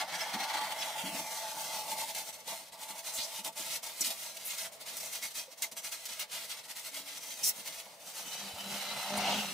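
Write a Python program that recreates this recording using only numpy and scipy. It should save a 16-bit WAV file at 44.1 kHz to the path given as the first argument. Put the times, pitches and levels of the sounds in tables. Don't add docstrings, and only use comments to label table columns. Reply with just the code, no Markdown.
import sys
import numpy as np
from scipy import signal
from scipy.fft import rfft, irfft, next_fast_len
from scipy.io import wavfile
from scipy.ndimage import uniform_filter1d, map_coordinates

SR = 44100
rng = np.random.default_rng(int(sys.argv[2]) if len(sys.argv) > 2 else 0)


def volts_from_decibels(level):
    exponent = np.asarray(level, float) / 20
    return 10 ** exponent


def generate_wav(signal):
    frames = np.transpose(np.atleast_2d(signal))
    scaled = np.clip(frames, -1, 1) * 32767
    pcm = np.round(scaled).astype(np.int16)
    wavfile.write(sys.argv[1], SR, pcm)


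N = 420273

# start_s, level_db
DRAG = [(0, -39.5), (.13, -45.5), (.32, -41.5), (.6, -37), (.77, -43.5), (2.02, -45), (2.44, -65),
        (2.52, -51), (2.68, -69.5), (2.75, -56), (3.48, -56), (3.8, -60.5), (5.07, -65), (7.88, -63),
        (8.7, -52), (9.0, -47), (9.29, -34.5), (9.53, -56.5)]
LIGHT_DB = -59
# turn_s, turn_db, rise_to_bite_s, bite_db
STROKES = [(0.0, -36, 0.0067, -38), (.03, -41, 0.0036, -46.5), (0.066, -54, 0.018, -46),
           (.107, -48, 0.038, -38.5), (.178, -45.5, 0.03, -39.5), (.238, -42.5, .02, -44),
           (.278, -44.5, .015, -44), (.325, -48, 0.0084, -37.5), (.372, -47.5, 0.029, -39),
           (.423, -46, 0.0089, -37.5), (.465, -46.5, 0.032, -40), (.528, -44, 0.016, -37),
           (0.564, -42, 0.0085, -36), (.599, -49, 0.009, -41.5), (.63, -43, .01, -40),
           (.66, -43, 0.013, -43), (.698, -47.5, 0.016, -41), (.742, -46, 0.097, -41.5),
           (.948, -44.5, 0.043, -39.5), (1.038, -45, 0.014, -38.5), (1.115, -45.5, 0.045, -38),
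           (1.172, -39, 0.019, -38.5), (1.215, -45, .01, -43), (1.293, -45.5, 0.033, -41.5),
           (1.55, -43.5, 0.067, -41), (1.7, -42, .04, -39), (1.76, -38.5, 0.0089, -40),
           (1.838, -46.5, 0.07, -39), (1.957, -45, 0.034, -38), (2.059, -44, 0.031, -40),
           (2.133, -49.5, 0.03, -38.5), (2.243, -49.5, 0.041, -44), (2.321, -56, 0.014, -46.5),
           (2.379, -57, 0.013, -51), (2.436, -62, 0.048, -42), (2.634, -52, 0.048, -52.5),
           (2.71, -70, 0.015, -48), (2.768, -55.5, 0.059, -43.5), (2.869, -53, 0.025, -42.5),
           (2.939, -52, 0.045, -43),
           (3.022, -55, 0.042, -39.5), (3.117, -45, 0.058, -41), (3.293, -46, 0.084, -40.5),
                (3.429, -55.5, 0.031, -36.5), (3.515, -65, 0.015, -53), (3.542, -61, 0.028, -40),
                (3.688, -41.5, 0.048, -35), (3.817, -65, 0.015, -42), (3.941, -50, 0.088, -37.5),
                (4.037, -50, 0.0094, -39), (4.17, -48, 0.057, -42), (4.334, -51.5, 0.014, -46.5),
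                (4.39, -51.5, 0.021, -45.5), (4.432, -46.5, 0.054, -41), (4.5, -39.5, 0.018, -38.5),
                (4.564, -43.5, 0.024, -38.5), (4.635, -39.5, 0.0062, -41), (4.709, -67, 0.014, -50.5),
                (4.787, -64, 0.023, -46.5), (4.845, -56.5, 0.025, -42), (4.937, -45.5, 0.042, -42.5),
                (4.997, -49, .006, -40), (5.025, -47, 0.0078, -42), (5.11, -49, 0.022, -39.5),
                (5.212, -52.5, 0.021, -36), (5.299, -53.5, .0067, -47), (5.335, -53, 0.019, -40),
                (5.492, -62, 0.029, -51.5), (5.56, -68, 0.018, -52), (5.612, -54, 0.011, -41),
                (5.711, -70, 0.0045, -46), (5.751, -65, 0.022, -41.5), (5.816, -57, 0.031, -40),
           (5.908, -53, 0.016, -40), (5.983, -50.5, 0.085, -47.5), (6.08, -64, 0.0078, -42.5),
                (6.179, -47, 0.033, -38.5), (6.272, -64.5, 0.059, -37.5), (6.39, -44, 0.045, -42.5),
                (6.474, -51.5, 0.026, -40), (6.565, -49, 0.0092, -46), (6.627, -56.5, 0.016, -47),
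                (6.676, -55, 0.024, -42), (6.745, -54.5, 0.019, -42), (6.825, -50, 0.036, -41),
                (6.912, -53.5, 0.036, -40.5), (7.044, -53.5, 0.03, -42.5), (7.128, -48, 0.037, -43),
                (7.198, -52.5, 0.033, -43.5), (7.296, -46.5, 0.0058, -44.5), (7.369, -46.5, 0.11, -38.5),
                (7.535, -53, 0.038, -46), (7.643, -52, 0.018, -39.5), (7.719, -51.5, 0.0076, -44.5),
                (7.765, -45, 0.022, -45), (7.83, -55, 0.017, -51.5), (7.885, -57, 0.011, -55.5),
                (7.99, -62, .01, -55), (8.045, -53.5, 0.037, -46), (8.127, -52.5, 0.031, -43),
                (8.243, -48, .02, -45), (8.3, -47, 0.035, -41.5), (8.375, -47, 0.0036, -43),
                (8.557, -48.5, 0.036, -45), (8.7, -45, 0.044, -41), (8.882, -43.5, 0.065, -42),
                (9.189, -39, 0.034, -39.5), (9.4, -41, .02, -41.5), (9.47, -43, .02, -41.5)]
LET_GO_SHARE, SLOWEST_FALL_DB_PER_S, SAG_DB_PER_S = 0.68, 42, 1
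SIDE_FROM_S, SIDE_FADE_S = 7.9, 0.2

# start_s, edge_db
EDGE_ON = [(0, -8), (.75, -7), (1.15, -1.5), (1.5, -1.5), (1.9, -0.5), (2.5, -2.5), (3.5, -1), (3.95, -1),
           (4.6, -2.5), (5.4, -2), (6.1, -4.5), (7.2, -2.5), (7.45, 0), (7.6, -2.5), (8.4, -3), (8.86, -6),
           (8.92, -6), (9.53, -5.5)]
# freq_hz, density_db_per_hz
TEAR = [(1350, -19), (2300, 1), (3500, -2), (3850, 1), (4450, 1), (4910, -1.5), (5510, -1.5), (7200, -18),
        (9360, -21), (15800, -120)]
FIZZ = [(3820, -32), (6500, -5), (8170, -3), (9840, -2.5), (11800, -5.5), (13500, -6), (15500, -9.5)]
# pitch_hz, width_hz, level_db
EDGE = [(5150, 35, -13), (6600, 200, 1.5), (6040, 390, 15.5), (7600, 63, -19), (8670, 31, 10),
        (9410, 220, 10), (12300, 400, -4)]
# pitch_hz, width_hz, level_db
RASP = [(1300, 216, -4.5), (1450, 160, -0.5), (1630, 37, 0), (1708, 120, -2.5), (2102, 243, -1),
        (2293, 95, 1), (3280, 400, -10.5)]
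SIDE_RASP = [(1300, 320, 6), (2100, 120, 11), (2920, 570, 0), (4150, 130, 10), (4590, 360, -7),
             (6100, 240, -33)]
RASP_DB, RASP_PER_EDGE, RASP_PER_LEAN, SIDE_RASP_DB = -13.5, -1.35, 0.21, 3
# start_s, length_s, level_over_stroke_db, pitch_hz
BLADE_NOTES = [
    (.28, 0.48, -9.5, 4310),
    (8.1, 1.1, -14.5, 3026),
    (8.2, .95, -13, 3936),
]
BLADE_SHARPNESS = 99

# pitch_hz, width_hz, level_db
SKIN = [(748, 93, -2.5), (838, 95, 2), (925, 109, -1), (1163, 8.6, -1.5)]
SIDE_SKIN = [(506, 49, -12), (684, 61, 0.5), (771, 77, -1), (930, 80, -9.5), (1070, 340, -22)]
# pitch_hz, width_hz, level_db
BOW_PANEL = [(865.6, 18, 2), (902.7, 24, -2)]
# start_s, level_db
BOW_NEARNESS = [(0, -0.5), (.7, 1), (1.2, 5), (2.1, 4), (2.7, 0.5), (3.1, 0.5), (3.6, 3), (4.2, -5),
                (9.53, -0.5)]
# pitch_hz, width_hz, level_db
RIB = [(550, 130, -10), (603, 38, -2), (666, 15.4, 3)]
# pitch_hz, width_hz, level_db
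CAVITY = [(45.6, 47, -32), (85, 19, -18), (153.7, 16, -4.5), (202, 28, -4), (312, 44, -6), (384, 16, -22)]
RIB_PER_LEAN, CAVITY_DB, CAVITY_PER_LEAN = -0.48, -75.5, 0.47

# start_s, freq_hz, depth_db
SHADOW = [(.7, 5140, 1.5), (.93, 4800, 10), (1.08, 3930, 20), (1.2, 3200, 8), (1.3, 2740, 12),
          (1.42, 2420, 13), (1.65, 1930, 15), (1.85, 1560, 14), (2.1, 1240, 21), (2.4, 990, -12)]
# freq_hz, density_db_per_hz
AIR = [(15, -64), (25, -19), (90, -10), (200, -6.5), (373, -16.5), (463, -1.5), (659, -4.5), (1520, -12.5),
       (2160, -4), (2350, -9), (4030, -3.5), (8830, -8.5), (14800, -13), (16000, -17)]
AIR_DB = -49.5
# freq_hz, likeness_ratio
ALIKE = [(60, 0.18), (130, 0.73), (290, 0.29), (640, 0.54), (1410, 0.16), (3100, 0.074), (6820, 0.15),
         (15000, 1)]
# freq_hz, t60_s
GARAGE = [(200, 0.32), (2000, 0.069), (10000, 0.025)]
# freq_hz, level_db
WET = [(200, -22), (700, -43), (1500, -8), (3500, -0.5), (8000, -0.5), (12000, -4), (15000, 3)]

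# start_s, peak_db, t60_s, pitch_hz, puff_db
BUMPS = [(0.114, -50, 0.2, 172, -1), (0.336, -34.5, 0.12, 189, 0), (.345, -43, 0.31, 298, 0),
         (.54, -49.5, 0.26, 318, -6), (1.035, -32.5, 0.16, 189, -5), (1.045, -39, 0.2, 282, -6),
         (1.075, -40, 0.14, 315, -10), (1.122, -39, 0.14, 183, -1), (1.912, -27, 0.16, 876, -23),
         (2.018, -23.5, 0.13, 906, -30), (1.135, -38, 0.19, 274, -5), (1.19, -52.5, 0.38, 321, 2),
         (2.71, -61, 0.1, 70, 0), (8.957, -45, 0.19, 142, -7.5), (3.18, -45, 0.058, 90, 3),
         (4.0, -53, 0.24, 238.6, 5), (4.071, -46, 0.13, 262, -3), (5.479, -34.5, 0.067, 527, -34),
         (6.91, -57.5, 1.6, 284, -22), (7.421, -57, 0.57, 194, -8), (8.532, -39, 0.069, 92, -11),
         (9.168, -43.5, 0.25, 85, -10)]
# start_s, peak_db, pitch_hz
NUDGES = [(2.292, -59, 182), (2.466, -56, 213), (2.613, -58, 272), (2.782, -58, 192), (2.895, -49, 197),
          (3.173, -55, 242), (3.385, -47, 193), (3.468, -50, 195), (3.591, -48, 314.8), (3.686, -56, 149),
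          (3.891, -68, 191), (4.006, -49, 297), (4.07, -48, 233), (4.321, -61, 213), (4.473, -62, 203),
          (4.936, -56, 204), (5.214, -58, 228), (5.379, -59, 155), (5.628, -58, 205), (5.718, -55, 217),
          (5.949, -62, 310), (6.1, -60, 223), (6.198, -62, 315), (6.992, -53, 285), (7.272, -62, 277),
          (7.428, -53, 198), (7.579, -53, 188.7), (7.694, -56, 178), (7.84, -68, 162), (8.054, -56, 174)]
NUDGE_DB, NUDGE_T60_S, NUDGE_PUFF_DB = 2, 0.13, -3
# pitch_hz, width_hz, level_db
PUFF = [(70, 110, -12.5), (213, 51, 10.0), (335, 120, 3.5)]

# start_s, length_s, level_db, from_hz, to_hz
RINGS = [(0.201, 0.036, -40.5, 5350, 5260), (0.783, 0.049, -44, 5400, 5200), (.85, 0.65, -53, 3680, 1800),
         (8.298, .1, -52, 4000, 3900), (8.58, 0.13, -55, 3000, 2950), (4.35, 0.047, -59, 9100, 9200),
         (5.22, 0.062, -45, 2090, 2170), (5.613, 0.054, -45.5, 2080, 2100), (7.422, 0.098, -40, 5700, 5500),
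         (8.723, 0.57, -50, 3900, 4030), (9.358, 0.28, -47.5, 2800, 2760)]
RING_WIDTH, RING_RISE, RING_FADE = 0.045, 0.12, 0.28
# start_s, length_s, level_db, from_hz, to_hz
SKIDS = [
    (0.811, 0.033, -36.5, 3600, 2500),
    (4.001, 0.032, -28.5, 8400, 4400),
    (4.633, 0.052, -46, 2900, 1000),
    (3.115, 0.094, -37.5, 8700, 6600),
    (3.148, 0.12, -39.5, 3400, 4200),
    (3.21, 0.078, -41, 5000, 6000),
    (4.426, 0.097, -40, 10500, 13000),
    (9.16, 0.04, -37.5, 8900, 8500),
    (9.133, 0.4, -37.5, 2500, 3700),
]
SKID_WIDTH, SKID_OVERTONE, SKID_OVERTONE_DB = 0.21, 1.87, -9.5
# start_s, length_s, level_db, lowest_hz, width_share
SWISHES = [
    (4.028, 0.064, -35.5, 4180, 0.69),
    (7.421, 0.1, -30, 6900, 0.43),
]
SWISH_RISE, SWISH_FADE = 0.22, 0.23
DIVE_OCT, CLIMB_OCT, LOWEST_AT = 0.84, 0.88, 0.16
# start_s, peak_db, body_db, t60_s, lowest_hz
CATCHES = [(2.148, -25, -29, 0.07, 2200), (2.4759, -28.5, -8, 0.041, 2200), (3.4465, -24, -19, 0.073, 2200),
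           (4.1027, -25, -17, 0.14, 2200), (.5835, -38, -20, .04, 1200), (.642, -38, -20, .04, 1200),
           (4.369, -26.5, -27, 0.034, 2500), (4.968, -23, -45, 0.084, 7000), (5.03, -27, -16, 0.036, 6000),
           (5.126, -28, -29, 0.04, 5000), (5.6212, -17, -42, 0.011, 2980), (5.6218, -19, -42, 0.088, 2500),
           (5.637, -24, -33, 0.047, 2000), (5.7152, -42, -24, 0.038, 1800), (5.7666, -32, -28, 0.06, 2200),
           (5.917, -31, -24, 0.05, 2200), (6.0538, -26.5, -38, 0.12, 2200),
           (6.194, -24.5, -39, 0.077, 2200)]
SOFT_RISE_S, HARD_DB = 0.00026, -20

# start_s, level_db, third_overtone_db
HUM = [
    [(8.18, -80, -20.5), (8.262, -58, -6), (8.282, -57, -8), (8.302, -79, -8), (8.452, -53.5, -10),
     (8.488, -64, -8), (8.56, -66, -8), (8.58, -67, -8)],
    [(8.6, -61, -17), (8.7, -47, -10), (8.77, -53, -4), (8.84, -68, -8), (8.886, -54, -1), (8.964, -57, -5),
     (9.012, -67, -8), (9.06, -64, -8)],
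    [(9.07, -60, -5), (9.128, -43, 0.5), (9.264, -46, -12), (9.284, -44, -8), (9.388, -43, -8),
     (9.432, -54, -10), (9.514, -49.5, -6.5), (9.53, -52.5, -8)],
]
HUM_HZ, HUM_HZ_PER_LEAN = 196.4, 0.35
HUM_SECOND_DB, RUMBLE_DB = -11.5, -7.5
# pitch_hz, width_hz, level_db
RUMBLE = [(90, 77, -12.5), (163, 35, 2), (268, 80, -1)]

TOP_HZ = 15600


def unit(x):
    return x / np.sqrt(np.mean(x ** 2) + 1e-20)


def along(points, hz):
    f, v = np.transpose(points)
    return np.interp(np.log(hz + 1), np.log(f + 1), v)


def curves(rows):
    s, *cols = np.transpose(rows)
    return [np.interp(np.arange(N) / SR, s, c) for c in cols]


def wobble(rate):
    knots = rng.standard_normal(int(N * rate / SR) + 4)
    return map_coordinates(knots, [np.arange(N) * rate / SR])


def filtered(x, response):
    m = next_fast_len(N + SR // 2)
    return irfft(rfft(x, m) * response(np.fft.rfftfreq(m, 1 / SR)), m)[..., :N]


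def modes(table):
    def response(f):
        total = 0
        for k, (c, w, db) in enumerate(table):
            total = total + (-1) ** k * volts_from_decibels(db) * 1j * f * w / (c * c - f * f + 1j * f * w)
        return total
    return response


def swept(x, gain):
    hz, t, z = signal.stft(x, SR, nperseg=384)
    return signal.istft(z * gain(np.log(hz[:, None] + 1), t), SR, nperseg=384)[1][:N]


def bell(log_f, hz, width):
    return np.exp(-0.5 * ((log_f - np.log(hz)) / width) ** 2)


def swell(t, start, length, rise, fade):
    u = (t - start) / length
    return u, np.clip(np.minimum(u / rise, (1 - u) / fade), 0, 1) ** 2


def snaps(per_s, spread_db, hush):
    when, size, sign = rng.random((3, N))
    sizes = volts_from_decibels(-spread_db * np.log(size + 0.0035))
    bursts = (when < per_s / SR) * sizes * np.sign(sign - 0.5)
    return unit(unit(bursts) + hush * rng.standard_normal(N))


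def lean():
    return curves(DRAG)[0] - LIGHT_DB


def on_side():
    return np.clip((np.arange(N) / SR - SIDE_FROM_S) / SIDE_FADE_S, 0, 1)


def grip():
    s, turn_db, rise, bite_db = np.transpose(STROKES)
    end = np.append(s[1:], N / SR + 0.1)
    end_db = np.append(turn_db[1:], turn_db[-1])
    slowest = abs(bite_db - end_db) / SLOWEST_FALL_DB_PER_S
    fall = np.minimum(LET_GO_SHARE * abs(end - s - rise), slowest)
    let_go_db = bite_db - SAG_DB_PER_S * abs(end - fall - s - rise)
    times = np.maximum.accumulate(np.transpose([s, s + rise, end - fall]).ravel())
    levels = np.transpose([turn_db, bite_db, let_go_db]).ravel()
    return curves(np.transpose([times, levels]))[0]


def blade():
    edge_db, = curves(EDGE_ON)
    fizz_share = 1 / (1 + volts_from_decibels(-2 * (edge_db + 1.65 * wobble(8.2))))
    tremble = volts_from_decibels(0.5 * wobble(45) + 0.74 * wobble(150))
    force = snaps(per_s=5000, spread_db=2.5, hush=0.72) * tremble
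    singing = np.clip(0.5 + 0.55 * wobble(5.5), 0, 1)
    sung = filtered(force, lambda hz: abs(1 + 0.19 * modes(EDGE)(hz)))
    force_edge = singing * sung + (1 - singing) * force

    def coloured(table):
        return unit(filtered(force_edge, lambda hz: volts_from_decibels(along(table, hz))))

    tear = volts_from_decibels(-1.83) * np.sqrt(1 - fizz_share) * coloured(TEAR)
    fizz = volts_from_decibels(3.5) * np.sqrt(fizz_share) * coloured(FIZZ)
    moved = on_side()
    panel = (1 - moved) * unit(filtered(force, modes(RASP)))
    panel = panel + moved * volts_from_decibels(SIDE_RASP_DB) * unit(filtered(force, modes(SIDE_RASP)))
    rasp = volts_from_decibels(RASP_DB + RASP_PER_EDGE * edge_db + RASP_PER_LEAN * lean()) * panel
    for start, length, db, hz in BLADE_NOTES:
        note = unit(signal.lfilter(*signal.iirpeak(hz, BLADE_SHARPNESS, SR), force))
        rasp = rasp + volts_from_decibels(db) * swell(np.arange(N) / SR, start, length, RING_RISE, 0.18)[1] * note
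    return volts_from_decibels(grip() - 1.5) * (tear + fizz + rasp)


def hull():
    skin_db = LIGHT_DB + lean()
    rib_db = RIB_PER_LEAN * lean()
    cavity_db = CAVITY_DB + CAVITY_PER_LEAN * lean()
    grip_db = grip()
    flutter_db = grip_db - uniform_filter1d(grip_db, size=SR // 5)
    force = snaps(per_s=1200, spread_db=5.0, hush=1.06) * volts_from_decibels(0.53 * wobble(25) + 0.68 * flutter_db)

    def shaken(table):
        return unit(filtered(force, lambda hz: modes(table)(hz) / (1 + (440 / (hz + 1)) ** 6)))

    near_db, = curves(BOW_NEARNESS)
    bow = (shaken(SKIN) + volts_from_decibels(near_db) * shaken(BOW_PANEL)) / np.sqrt(1 + volts_from_decibels(2 * near_db))
    skin = (1 - on_side()) * bow + on_side() * shaken(SIDE_SKIN)
    rib = volts_from_decibels(rib_db - 1.5 + 1.4 * wobble(8.1)) * shaken(RIB)
    lumps = volts_from_decibels(0.07 * flutter_db + 3.5 * np.tanh(wobble(16)))
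    cavity = unit(filtered(force * lumps, modes(CAVITY)))
    return volts_from_decibels(skin_db + 3.5) * (skin + rib) + volts_from_decibels(cavity_db + 5.5) * cavity


def shadow(x):
    s, dip_hz, depth_db = np.transpose(SHADOW)

    def gain(f, t):
        hz = np.interp(t, s, dip_hz)
        shape = 0.48 * bell(f, 0.86 * hz, 0.13) - bell(f, 0.93 * hz, 0.08) - 0.24 * bell(f, 1.236 * hz, 0.056)
        return volts_from_decibels(np.interp(t, s, depth_db) * shape)
    return swept(x, gain)


def garage(x):
    step = SR // 10
    out = np.zeros((2, N + 2 * SR))
    pieces = signal.stft(x, nperseg=2 * step, return_onesided=False)[2]
    pieces = np.fft.ifft(pieces, axis=0).real.T * step
    noise = rng.standard_normal((len(pieces), 2, SR // 12))
    hz, t, z = signal.stft(noise, SR, nperseg=256)
    tails = signal.istft(z * volts_from_decibels(-60 * t / along(GARAGE, hz)[:, None]), SR, nperseg=256)[1]
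    tails = tails / np.linalg.norm(tails, axis=2, keepdims=True)
    echoes = signal.fftconvolve(pieces[:, None], tails, axes=2)
    for k, echo in enumerate(echoes):
        out[:, k * step:][:, :echo.shape[1]] += echo
    late = out[:, step - 60:][:, :N]
    return filtered(late, lambda hz: volts_from_decibels(along(WET, hz) + 0.3))


def air():
    def mid_side(hz):
        turn = np.arccos(np.clip(along(ALIKE, hz), -1, 1)) / 2
        dull = hz / (hz + 250) / np.sqrt(1 + (hz / 1200) ** 2.0)
        return dull * volts_from_decibels(along(AIR, hz)) * np.array([np.cos(turn), np.sin(turn)])

    mid, side = filtered(rng.standard_normal((2, N)), mid_side)
    return volts_from_decibels(AIR_DB - 9.0 + 2.6 * wobble(3.42)) * unit(np.array([mid + side, mid - side]))


def bumps():
    ring, puff = np.zeros((2, N + SR))
    t = np.arange(SR // 2) / SR
    nudges = [(s, db + NUDGE_DB, NUDGE_T60_S, hz, NUDGE_PUFF_DB) for s, db, hz in NUDGES]
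    for s, db, t60, hz, puff_db in BUMPS + nudges:
        i = round(s * SR)
        fade = volts_from_decibels(db - 60 * t / t60) * (1 - np.exp(-t / 0.0085))
        ring[i:][:len(t)] += 0.91 * fade * np.sin(2 * np.pi * hz * t)
        puff[i:][:len(t)] += volts_from_decibels(puff_db + 14.5 - 60 * t / 0.89) * fade * rng.standard_normal(len(t))
    return ring[:N] + filtered(puff[:N], modes(PUFF))


def swishes():
    def even(hz, width):
        return np.sqrt(SR / (4 * hz * width))

    def bands(f, t):
        gain = 0
        for start, length, db, low_hz, width in SWISHES:
            u, shape = swell(t, start, length, SWISH_RISE, SWISH_FADE)
            off = np.clip(u, 0, 1) - LOWEST_AT
            dive = DIVE_OCT * (off / LOWEST_AT) ** 2
            climb = CLIMB_OCT * (off / (1 - LOWEST_AT)) ** 2
            hz = low_hz * 2 ** np.where(off < 0, dive, climb)
            band = bell(f, hz, width) + 0.27 * bell(f, 2.0 * hz, width)
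            gain = gain + volts_from_decibels(db) * shape * band * even(hz, width)
        for start, length, db, from_hz, to_hz in SKIDS:
            u, shape = swell(t, start, length, 0.33, 0.47)
            hz = from_hz * (to_hz / from_hz) ** np.clip(u, 0, 1)
            overtone = volts_from_decibels(SKID_OVERTONE_DB) * bell(f, SKID_OVERTONE * hz, SKID_WIDTH)
            gain = gain + volts_from_decibels(db) * shape * (bell(f, hz, SKID_WIDTH) + overtone) * even(hz, SKID_WIDTH)
        for start, length, db, from_hz, to_hz in RINGS:
            u, shape = swell(t, start, length, RING_RISE, RING_FADE)
            hz = from_hz * (to_hz / from_hz) ** np.clip(u, 0, 1)
            gain = gain + volts_from_decibels(db) * shape * bell(f, hz, RING_WIDTH) * even(hz, RING_WIDTH)
        return gain
    return swept(snaps(per_s=6000, spread_db=3.0, hush=0.6), bands)


def catches():
    bright, jolt = np.zeros((2, N + SR))
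    t = np.arange(SR // 4) / SR
    click = 1 + 0.87 * volts_from_decibels(-60 * t / 0.0065)
    for s, db, body_db, t60, low_hz in CATCHES:
        i = round(s * SR)
        rise = 1 - np.exp(-t / (SOFT_RISE_S * volts_from_decibels(HARD_DB - db)))
        crackle = volts_from_decibels(db - 4.5 - 60 * t / t60) * rise * click * rng.standard_normal(len(t))
        bright[i:][:len(t)] += signal.lfilter(*signal.butter(2, low_hz, "high", fs=SR), crackle)
        jolt[i:][:len(t)] += volts_from_decibels(body_db + 23.5) * crackle
    softened = filtered(bright[:N], lambda hz: 1 / (1 + 1j * hz / 9000))
    return softened + filtered(jolt[:N], modes(SKIN + RIB))


def hum():
    pitch_hz = HUM_HZ + HUM_HZ_PER_LEAN * lean() + 2.57 * wobble(16)
    turn = 2 * np.pi * np.cumsum(pitch_hz) / SR
    first = volts_from_decibels(2.3 * wobble(45) + 0.55 * wobble(8.4)) * np.sin(turn)
    rumble = volts_from_decibels(RUMBLE_DB) * unit(filtered(rng.standard_normal(N), modes(RUMBLE)))
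    db, third_db = curves(np.concatenate(HUM))
    second = volts_from_decibels(HUM_SECOND_DB) * np.sin(2 * turn)
    third = volts_from_decibels(third_db) * np.sin(3 * turn)
    begun = np.clip((np.arange(N) / SR - HUM[0][0][0]) / 0.03, 0, 1)
    return begun * volts_from_decibels(db + 4.0) * (first + rumble + second + third)


def scene():
    work = shadow(blade() + hull()) + bumps() + swishes() + catches() + hum()
    direct = work * volts_from_decibels([[-2.3], [-2.1]])
    return direct + garage(work) + air()


def band_limit(x):
    return signal.sosfilt(signal.butter(12, 16540, fs=SR, output="sos"), x)


def record(dry):
    mix = filtered(dry, lambda hz: hz < TOP_HZ)
    return band_limit(mix)


dry = scene()
out = record(dry)
generate_wav(out)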